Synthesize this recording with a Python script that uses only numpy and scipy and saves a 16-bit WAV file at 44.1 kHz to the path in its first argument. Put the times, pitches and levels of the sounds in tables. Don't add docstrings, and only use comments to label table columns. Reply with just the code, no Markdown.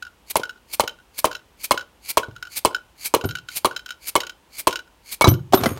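import sys
import numpy as np
from scipy import signal
from scipy.fft import rfft, irfft
from scipy.io import wavfile
from scipy.ndimage import uniform_filter1d

SR = 44100
rng = np.random.default_rng(int(sys.argv[2]) if len(sys.argv) > 2 else 0)


def unload_wav(signal):
    wavfile.write(
        sys.argv[1],
        SR,
        np.round(np.clip(np.atleast_2d(signal).T, -1, 1) * 32767).astype(np.int16),
    )


N = 255512
T = np.arange(SR // 3) / SR

# start_s, force_db, wall_pitch_factor, rocking_db, swish_lead_s, swish_db,
# shot_delay_s, shot_push_db, push_pitch_hz, rebound_delay_s
BLOWS = [(.356, -1.5, 0.86, -15, 0.046, -25, 0.012, -28, 1110, 0.04),
         (0.7965, -0.5, 0.81, -17, 0.055, -24, 0.009, -8, 1146, 0.04),
         (1.2432, 1, 0.94, -19, 0.051, -23, .011, -24, 1035, .026),
         (1.709, 0.5, 0.95, -16, 0.06, -23, .009, -3, 1043, 0.033),
         (2.1714, 1, .96, -9, 0.069, -21.5, 0.0052, -14, 1010, 0.024),
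         (2.649, 1, 0.88, -6.5, 0.072, -21.5, 0.0071, -10, 1104, .023),
         (3.1392, 0, 0.85, -3.5, .076, -21.5, .0085, -9, 1145, 0.025),
         (3.6464, -1, .92, -5, 0.075, -21.5, .01, -3, 1157, 0.022),
         (4.154, -0.5, 0.91, -7, 0.069, -23, 0.0075, -3.5, 1124, 0.022),
         (4.6708, 1.5, 0.91, -6, 0.074, -24.5, 0.0052, -8, 1110, 0.02),
         (5.2104, .5, 0.85, -16.5, 0.078, -25.5, 0.01, -8.5, 1170, 0.053)]
# pitch_hz, level_db, t60_s
WALL_MODES = [(896, -9, 0.02), (1023, 1, 0.02), (1117.5, -11.5, 0.058), (1436, -23.5, 0.04)]
# pitch_hz, level_db, t60_s
BASE_MODES = [(304, -21, 0.017), (566.7, -11, .03), (636, 1, 0.021)]
# pitch_hz, level_db, t60_s
ROCKING_MODES = [(377, -3.5, 0.054), (447, 1.5, 0.04)]
# pitch_hz, level_db
TICK_SPECTRUM = [(300, 3), (2000, -16), (4500, -0.5), (6000, -10), (8000, -0.5), (10500, -10), (13500, -19),
                 (16000, -13.5)]
# pitch_hz, level_db
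BUZZ_SPECTRUM = [(300, -15), (1400, 3.5), (1750, -4.5), (2200, 5), (3100, 5), (4200, -8.5), (6000, 0.5),
                 (9500, -12), (16000, -12.5)]
TICK_DB, BASE_DB, BUZZ_DB = -10, -2, -21.0


def face_knock():
    out = np.zeros(N)
    for start_s, force_db, pitch, rocking_db, *_ in BLOWS:
        knock = ring(WALL_MODES, rise_s=0.00073, pitch=pitch)
        knock += gain_of(BASE_DB) * ring(BASE_MODES, rise_s=0.00086)
        knock += gain_of(rocking_db) * ring(ROCKING_MODES, rise_s=0.0022)
        tick = burst(TICK_SPECTRUM, rise_s=0.0046, decay_s=.00033)
        buzz = burst(BUZZ_SPECTRUM, rise_s=0.0033, decay_s=0.0094)
        add(out, start_s, gain_of(TICK_DB) * tick)
        add(out, start_s + 0.00087, gain_of(force_db) * knock)
        add(out, start_s + .0007, gain_of(force_db + BUZZ_DB) * buzz)
    return out


# pitch_hz, level_db
CRASH_SPECTRUM = [(200, 18.5), (1700, -0.5), (3000, -6.5), (4200, 5), (5800, -10.5), (9500, 3), (12000, 0),
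                  (16000, -6.5)]
# pitch_hz, level_db, t60_s
CASTING_MODES = [(2198, 5, 0.049), (2980, 3.5, 0.058), (3285, 13.5, 0.024), (4103, 14.5, .022),
                 (5080, 1.5, .028), (5680, -6.5, 0.015)]
CRASH_DB, CASTING_DB = -12, -19.5
CASTING_DB_PER_PUSH_DB = .5


def shot_landing():
    out = np.zeros(N)
    for start_s, _, _, _, _, _, delay_s, push_db, push_hz, _ in BLOWS:
        landing_s = start_s + delay_s - .002
        push = ring([(push_hz, 0, .03)], rise_s=0.0014)
        crash = burst(CRASH_SPECTRUM, rise_s=0.0018, decay_s=0.0042)
        casting = ring(stirred(CASTING_MODES, spread_db=4.0, detune=0.0091), rise_s=0.0038)
        casting_db = CASTING_DB + CASTING_DB_PER_PUSH_DB * push_db
        add(out, landing_s, gain_of(push_db) * push)
        add(out, landing_s, gain_of(CRASH_DB) * crash)
        add(out, start_s + .004, gain_of(casting_db) * casting)
    return out


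# start_s, pitch_hz, level_db, t60_s
FREED_TONES = [(5.214, 2246, -8.5, 0.14), (5.243, 3930, -0.5, 0.041), (5.244, 6080, -6.5, 0.03),
               (5.284, 5930, -14, 0.065), (5.575, 3680, -26.5, 0.11), (5.638, 678, -8, 0.038),
               (5.66, 2030, 1.5, 0.02)]


def freed_casting():
    out = np.zeros(N)
    for start_s, pitch_hz, level_db, t60_s in FREED_TONES:
        add(out, start_s, ring([(pitch_hz, level_db, t60_s)], rise_s=0.0051))
    return out


# pitch_hz, level_db
SLIDE_SPECTRUM = [(800, -13), (1900, -6), (2250, 9.5), (2550, 0), (3800, -5), (4400, 9.5), (5600, -5),
                  (6600, 2.5), (7800, -4), (11800, -1.5), (15800, -10.5)]
# pitch_hz, level_db
HEAP_SPECTRUM = [(100, -14.5), (900, -10), (1950, -8.5), (2280, 4.5), (2650, -2.5), (3500, -4), (4400, 2),
                 (5600, -4), (7400, -4), (9000, 1.5), (10700, -1), (12500, 2), (15800, -6)]
USUAL_LEAD_S = 0.069
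SLIDE_DB, SLIDE_S, SLIDE_AHEAD_S = -18, 0.037, 0.023
HEAP_DB, HEAP_S, HEAP_SQUARENESS = -1.5, 0.014, 2.3


def shot_swish():
    out = np.zeros(N)
    t = T - T.mean()
    for start_s, _, _, _, lead_s, swish_db, *_ in BLOWS:
        stretch = lead_s / USUAL_LEAD_S
        slide_shape = stretch ** 2 * np.exp(-((t / stretch + SLIDE_AHEAD_S) / SLIDE_S) ** 2)
        heap_shape = np.exp(-abs(t / stretch / HEAP_S) ** HEAP_SQUARENESS)
        slide = gain_of(SLIDE_DB) * slide_shape * grains(len(T), SLIDE_SPECTRUM, spread_db=3.5)
        heap = gain_of(HEAP_DB) * heap_shape * grains(len(T), HEAP_SPECTRUM, spread_db=1.5)
        clumps_db = 1.7 * evened(uniform_filter1d(rng.standard_normal(len(T)), size=110))
        add(out, start_s - lead_s + t[0], gain_of(swish_db + clumps_db) * (slide + heap))
    return out


# start_s, housing_db, pitch_factor, bench_db, grit_db
BUMPS = [(2.283, -29, 0.39, -26.5, -52), (3.162, -11.5, 0.48, -40, -34), (3.239, -18, 0.38, -17.5, -29),
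         (3.251, -10.5, 0.34, -12.5, -36), (5.242, 1.5, 1.15, -18, -10), (5.256, -1.5, .87, -45, -29),
         (5.271, -2, 0.32, -32, -15.5), (5.278, -12, .43, 5, -11), (5.316, -13.5, 0.3, -25, -35),
         (5.41, -64, .67, -45, -66), (5.524, -23, 0.69, -40, -19.5), (5.534, -0.5, 0.66, -18.5, -9),
         (5.541, 4.5, 0.34, -21, -10), (5.574, -13, 1.1, -35, -28), (5.622, -30, .34, -16.5, -33),
         (5.635, -8.5, .66, -28, -14), (5.658, -8.5, 1.34, -40, -15.5), (5.664, -4, .21, -17, -42),
         (5.713, -19, 0.38, -18, -55), (5.773, -46, 1, -30, -32.5)]
# pitch_hz, level_db
GRIT_SPECTRUM = [(150, 6.5), (1200, 5.5), (2200, -10), (3500, -4.5), (6000, -9), (10000, -18),
                 (16000, -17.5)]
# pitch_hz, level_db, t60_s
BENCH_MODES = [(75, -25, 0.067), (104.4, -2, 0.098), (126, -13.5, 0.32), (182, -4, 0.036), (305, -9, 0.077)]
# pitch_hz, level_db
RUMBLE_SPECTRUM = [(30, -26), (70, 4), (125, 12), (190, 3), (240, -26), (340, 0.5), (450, -22),
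                   (900, -48.5), (4000, -70.5)]
REBOUND_DB, REBOUND_PITCH, REBOUND_BENCH_DB, REBOUND_GRIT_DB = -18.5, .44, -38.5, -28.5


def bumps():
    metal, wood = np.zeros(N), np.zeros(N)
    rebounds = [(start_s + delay_s, REBOUND_DB, REBOUND_PITCH, REBOUND_BENCH_DB, REBOUND_GRIT_DB)
                for start_s, *_, delay_s in BLOWS]
    for start_s, housing_db, pitch, bench_db, grit_db in rebounds + BUMPS:
        clunk = ring(WALL_MODES, rise_s=0.0017, pitch=pitch)
        clunk += gain_of(-8.5) * ring(BASE_MODES, rise_s=0.0006)
        clunk += gain_of(-18) * ring(ROCKING_MODES, rise_s=.001)
        grit = burst(GRIT_SPECTRUM, rise_s=0.00045, decay_s=0.0079)
        casting = ring(stirred(CASTING_MODES, spread_db=5.0, detune=0.033), rise_s=0.005)
        thud = ring(BENCH_MODES, rise_s=0.0026)
        rumble = burst(RUMBLE_SPECTRUM, rise_s=0.028, decay_s=0.063)
        add(metal, start_s, gain_of(housing_db + 2.0) * clunk)
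        add(metal, start_s, gain_of(grit_db) * grit)
        add(metal, start_s, gain_of(grit_db - 17) * casting)
        add(wood, start_s, gain_of(bench_db) * thud)
        add(wood, start_s, gain_of(bench_db - 26) * rumble)
    for start_s, force_db, *_ in BLOWS:
        add(wood, start_s, gain_of(force_db - 25.5) * ring([(69, 0, 0.051)], rise_s=0.00071))
    return radiated(metal, cutoff_hz=171) + wood


# pitch_hz, level_db
SCRAPE_SPECTRUM = [(40, -5.5), (150, 0), (420, 2), (800, -22), (1100, -4.5), (1700, -16), (2600, -16),
                   (3700, -23.5), (7700, -27), (12500, -28), (16000, -46.5)]
DRAG_START_S, DRAG_ATTACK_S, DRAG_HOLD_S = 5.55, .05, 0.054
DRAG_DB, DRAG_RELEASE_DB_PER_S = -28, 128


def drag():
    t = np.arange(N) / SR - DRAG_START_S
    slips_db = 4 * evened(uniform_filter1d(rng.standard_normal(N), size=300))
    release_db = -DRAG_RELEASE_DB_PER_S * np.maximum(t - DRAG_ATTACK_S - DRAG_HOLD_S, 0)
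    pressure = np.clip(t / DRAG_ATTACK_S, 0, 1) * gain_of(DRAG_DB + release_db)
    return grains(N, SCRAPE_SPECTRUM, spread_db=5) * pressure * gain_of(np.minimum(slips_db, 5))


# start_s, ring_db, edge_db
CLINKS = [(0.0236, -23, -31), (.0663, -29, -44.5), (.4331, -17, -26.5), (0.4931, -23.5, -33.5),
          (0.8758, -21.5, -21.5), (1.313, -24, -32), (1.3275, -27, -33), (1.3498, -25, -28),
          (1.775, -16.5, -23.5), (1.809, -26.5, -35.5), (2.2314, -20.5, -36.5), (2.3621, -30.5, -40),
          (2.4251, -21.5, -28.5), (2.4698, -30.5, -41), (2.7459, -13, -24), (3.2106, -29, -31),
          (3.2436, -21.5, -29.5), (3.289, -26.5, -29.5), (3.3088, -25, -30.5), (3.352, -20.5, -25),
          (3.3844, -29, -37.5), (3.4856, -27, -28.5), (3.71, -24.5, -38.5), (3.7624, -22, -23.5),
          (3.792, -33, -38), (3.86, -30.5, -32), (3.889, -30, -34), (3.905, -23, -27), (4.203, -49, -19.5),
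          (4.233, -24.5, -32), (4.2671, -34, -29), (4.2943, -29.5, -30.5), (4.7076, -38, -27.5),
          (4.7264, -23, -24), (4.7565, -23, -22), (4.7904, -28.5, -34.5), (5.3381, -31.5, -31.5)]
BOUNCE_S, BOUNCE_SCATTER = 0.014, 0.33
BOUNCE_RING_DB, BOUNCE_EDGE_DB = -11, -13
RATTLE_FROM_S, RATTLE_TO_S = 0.05, .22
RATTLE_RING_DB, RATTLE_EDGE_DB, RATTLE_DB_PER_S = -34, -46, -79


def clinks(count=3):
    out = np.zeros(N)
    for start_s, ring_db, edge_db in CLINKS:
        gaps_s = BOUNCE_S * np.exp(BOUNCE_SCATTER * rng.standard_normal(count))
        for k, gap_s in enumerate(gaps_s):
            add(out, start_s, clink(ring_db + k * BOUNCE_RING_DB, edge_db + k * BOUNCE_EDGE_DB))
            start_s += gap_s
    for start_s, *_ in BLOWS:
        for after_s in rng.uniform(RATTLE_FROM_S, RATTLE_TO_S, count):
            fade_db = RATTLE_DB_PER_S * (after_s - RATTLE_FROM_S)
            add(out, start_s + after_s, gain_of(fade_db) * clink(RATTLE_RING_DB, RATTLE_EDGE_DB))
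    return out


# pitch_hz, level_db, t60_s
LOOSE_MODES = [(1467.5, 4, 0.034), (1518, -8, 0.016), (1530, -17, .063), (1607, -7, 0.014)]
# pitch_hz, level_db, t60_s
LOOSE_EDGE_MODES = [(2790, 4.5, 0.028), (3032, 7, 0.037), (3050, -12, 0.011), (3920, 3.5, 0.035),
                    (4510, 0.5, 0.0245), (5220, 4.5, 0.025), (6700, 4, 0.014), (7340, -25, 0.06),
                    (8630, -4, 0.02), (9300, -9, 0.015)]
# pitch_hz, level_db
CHATTER_SPECTRUM = [(300, -13.5), (1900, 2.5), (2900, 6.5), (5200, 1), (7000, 3), (8000, -12.5),
                    (9400, -6.5), (10500, -14.5), (13000, -5.5), (16000, -14)]


def clink(ring_db, edge_db):
    low = ring(stirred(LOOSE_MODES, spread_db=0.5, detune=0.008), rise_s=0.0028)
    high = ring(stirred(LOOSE_EDGE_MODES, spread_db=3, detune=0.015), rise_s=0.0015)
    chatter = burst(CHATTER_SPECTRUM, rise_s=0.001, decay_s=0.005)
    return gain_of(ring_db + 3) * low + gain_of(edge_db - 6.5) * high + gain_of(edge_db - 4.5) * chatter


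# start_s, body_db, top_db
TINKLES = [(3.254, -48.5, -26), (5.284, -36.5, -12), (5.546, -41, -12.5), (5.661, -37.5, -32),
           (5.717, -49, -37)]
# pitch_hz, level_db, t60_s
STEEL_MODES = [(6580, -12, 0.45), (9060, 10, 0.089), (9720, 5.5, 0.11), (11300, -3, 0.095),
               (11480, 7.5, 0.092), (14450, -2, 0.19)]
# pitch_hz, level_db, t60_s
STEEL_TOP_MODES = [(13098, 0, .12), (13190, -10, .08)]
HOP_S, HOP_DB = 0.013, -6.5


def tinkles(count=3):
    out = np.zeros(N)
    for start_s, body_db, top_db in TINKLES:
        for k, gap_s in enumerate(HOP_S * rng.uniform(.5, 2, count)):
            body = ring(stirred(STEEL_MODES, spread_db=3.5, detune=0.0029), rise_s=0.00091)
            top = ring(stirred(STEEL_TOP_MODES, spread_db=1, detune=0.0021), rise_s=0.003)
            hop = gain_of(body_db - 3) * body + gain_of(top_db - 2.5) * top
            add(out, start_s, gain_of(k * HOP_DB) * hop)
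            start_s += gap_s
    return out


# pitch_hz, t60_s
YARD_T60 = [(60, 0.38), (170, 0.28), (400, 0.3), (1000, 0.22), (3000, 0.25), (8000, 0.15), (16000, 0.16)]
# pitch_hz, level_db
YARD_LEVEL = [(60, -36.5), (300, -10.5), (1000, -10.5), (1800, -16), (4000, -16), (9000, -15), (16000, -20)]


def yard(x):
    taps = rng.standard_normal(len(T)) * (1 - np.exp(-(T / 0.015) ** 2))
    hz, t, bands = signal.stft(taps, SR, nperseg=256)
    t60_s = read(YARD_T60, hz)[:, None]
    unit_energy = np.sqrt(2 * np.log(1000) / (t60_s * SR))
    decay_db = read(YARD_LEVEL, hz)[:, None] - 60 * t / t60_s
    tail = signal.istft(bands * unit_energy * gain_of(decay_db), SR, nperseg=256)[1]
    return signal.fftconvolve(x, tail)[:N]


# pitch_hz, level_db
AIR_SPECTRUM = [(25, -7), (50, 10.5), (130, -5), (300, -3.5), (700, -8), (920, -4.5), (1250, -10),
                (2200, -14.5), (2900, -12), (4400, -19), (8600, -22.5), (16000, -26.5)]
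AIR_DB = -56.5


def air():
    return gain_of(AIR_DB) * coloured(rng.standard_normal(N), AIR_SPECTRUM)


def ring(modes, rise_s, pitch=1):
    tones = sum(gain_of(level_db - 60 * T / t60_s) * np.sin(2 * np.pi * pitch_hz * pitch * T)
                for pitch_hz, level_db, t60_s in modes)
    return tones * (1 - np.exp(-(T / rise_s) ** 2))


def stirred(modes, spread_db, detune):
    chance = rng.standard_normal((len(modes), 2))
    return [(pitch_hz * (1 + detune * a), level_db + spread_db * b, t60_s)
            for (pitch_hz, level_db, t60_s), (a, b) in zip(modes, chance)]


def burst(spectrum, rise_s, decay_s):
    shape = (1 - np.exp(-(T / rise_s) ** 2)) * np.exp(-T / decay_s)
    return grains(len(T), spectrum, spread_db=2) * shape / shape.max()


def grains(size, spectrum, spread_db):
    strength_db = spread_db * np.minimum(rng.exponential(1, size), 4)
    return coloured(rng.standard_normal(size) * gain_of(strength_db), spectrum)


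def coloured(x, spectrum):
    hz = np.fft.rfftfreq(len(x), 1 / SR)
    return evened(irfft(rfft(x) * gain_of(read(spectrum, hz)), len(x)))


def radiated(x, cutoff_hz):
    return signal.sosfilt(signal.butter(2, cutoff_hz, "high", fs=SR, output="sos"), x)


def gain_of(db):
    return 10 ** (np.asarray(db) / 20)


def evened(x):
    return x / np.sqrt(np.mean(x ** 2) + 1e-20)


def read(points, hz):
    point_hz, value = np.transpose(points)
    return np.interp(np.log(hz + 1), np.log(point_hz + 1), value)


def add(mix, start_s, sound):
    part = mix[max(round(start_s * SR), 0):][:len(sound)]
    part += sound[:len(part)]


def scene():
    mallet = radiated(face_knock() + shot_landing() + freed_casting(), cutoff_hz=298)
    near = mallet + shot_swish() + bumps() + drag() + clinks() + tinkles()
    return (near + yard(near) + air())[None]


EDGE_HZ = 16050


def record(dry):
    thin = signal.sosfilt(signal.butter(2, 36, "high", fs=SR, output="sos"), dry)
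    rounded = thin / (1 + (thin / .98) ** 6) ** (1 / 6)
    lowpass = signal.firwin(301, EDGE_HZ, window=("kaiser", 8), fs=SR)
    return signal.oaconvolve(rounded, lowpass[None], "same")


dry = scene()
out = record(dry)
unload_wav(out)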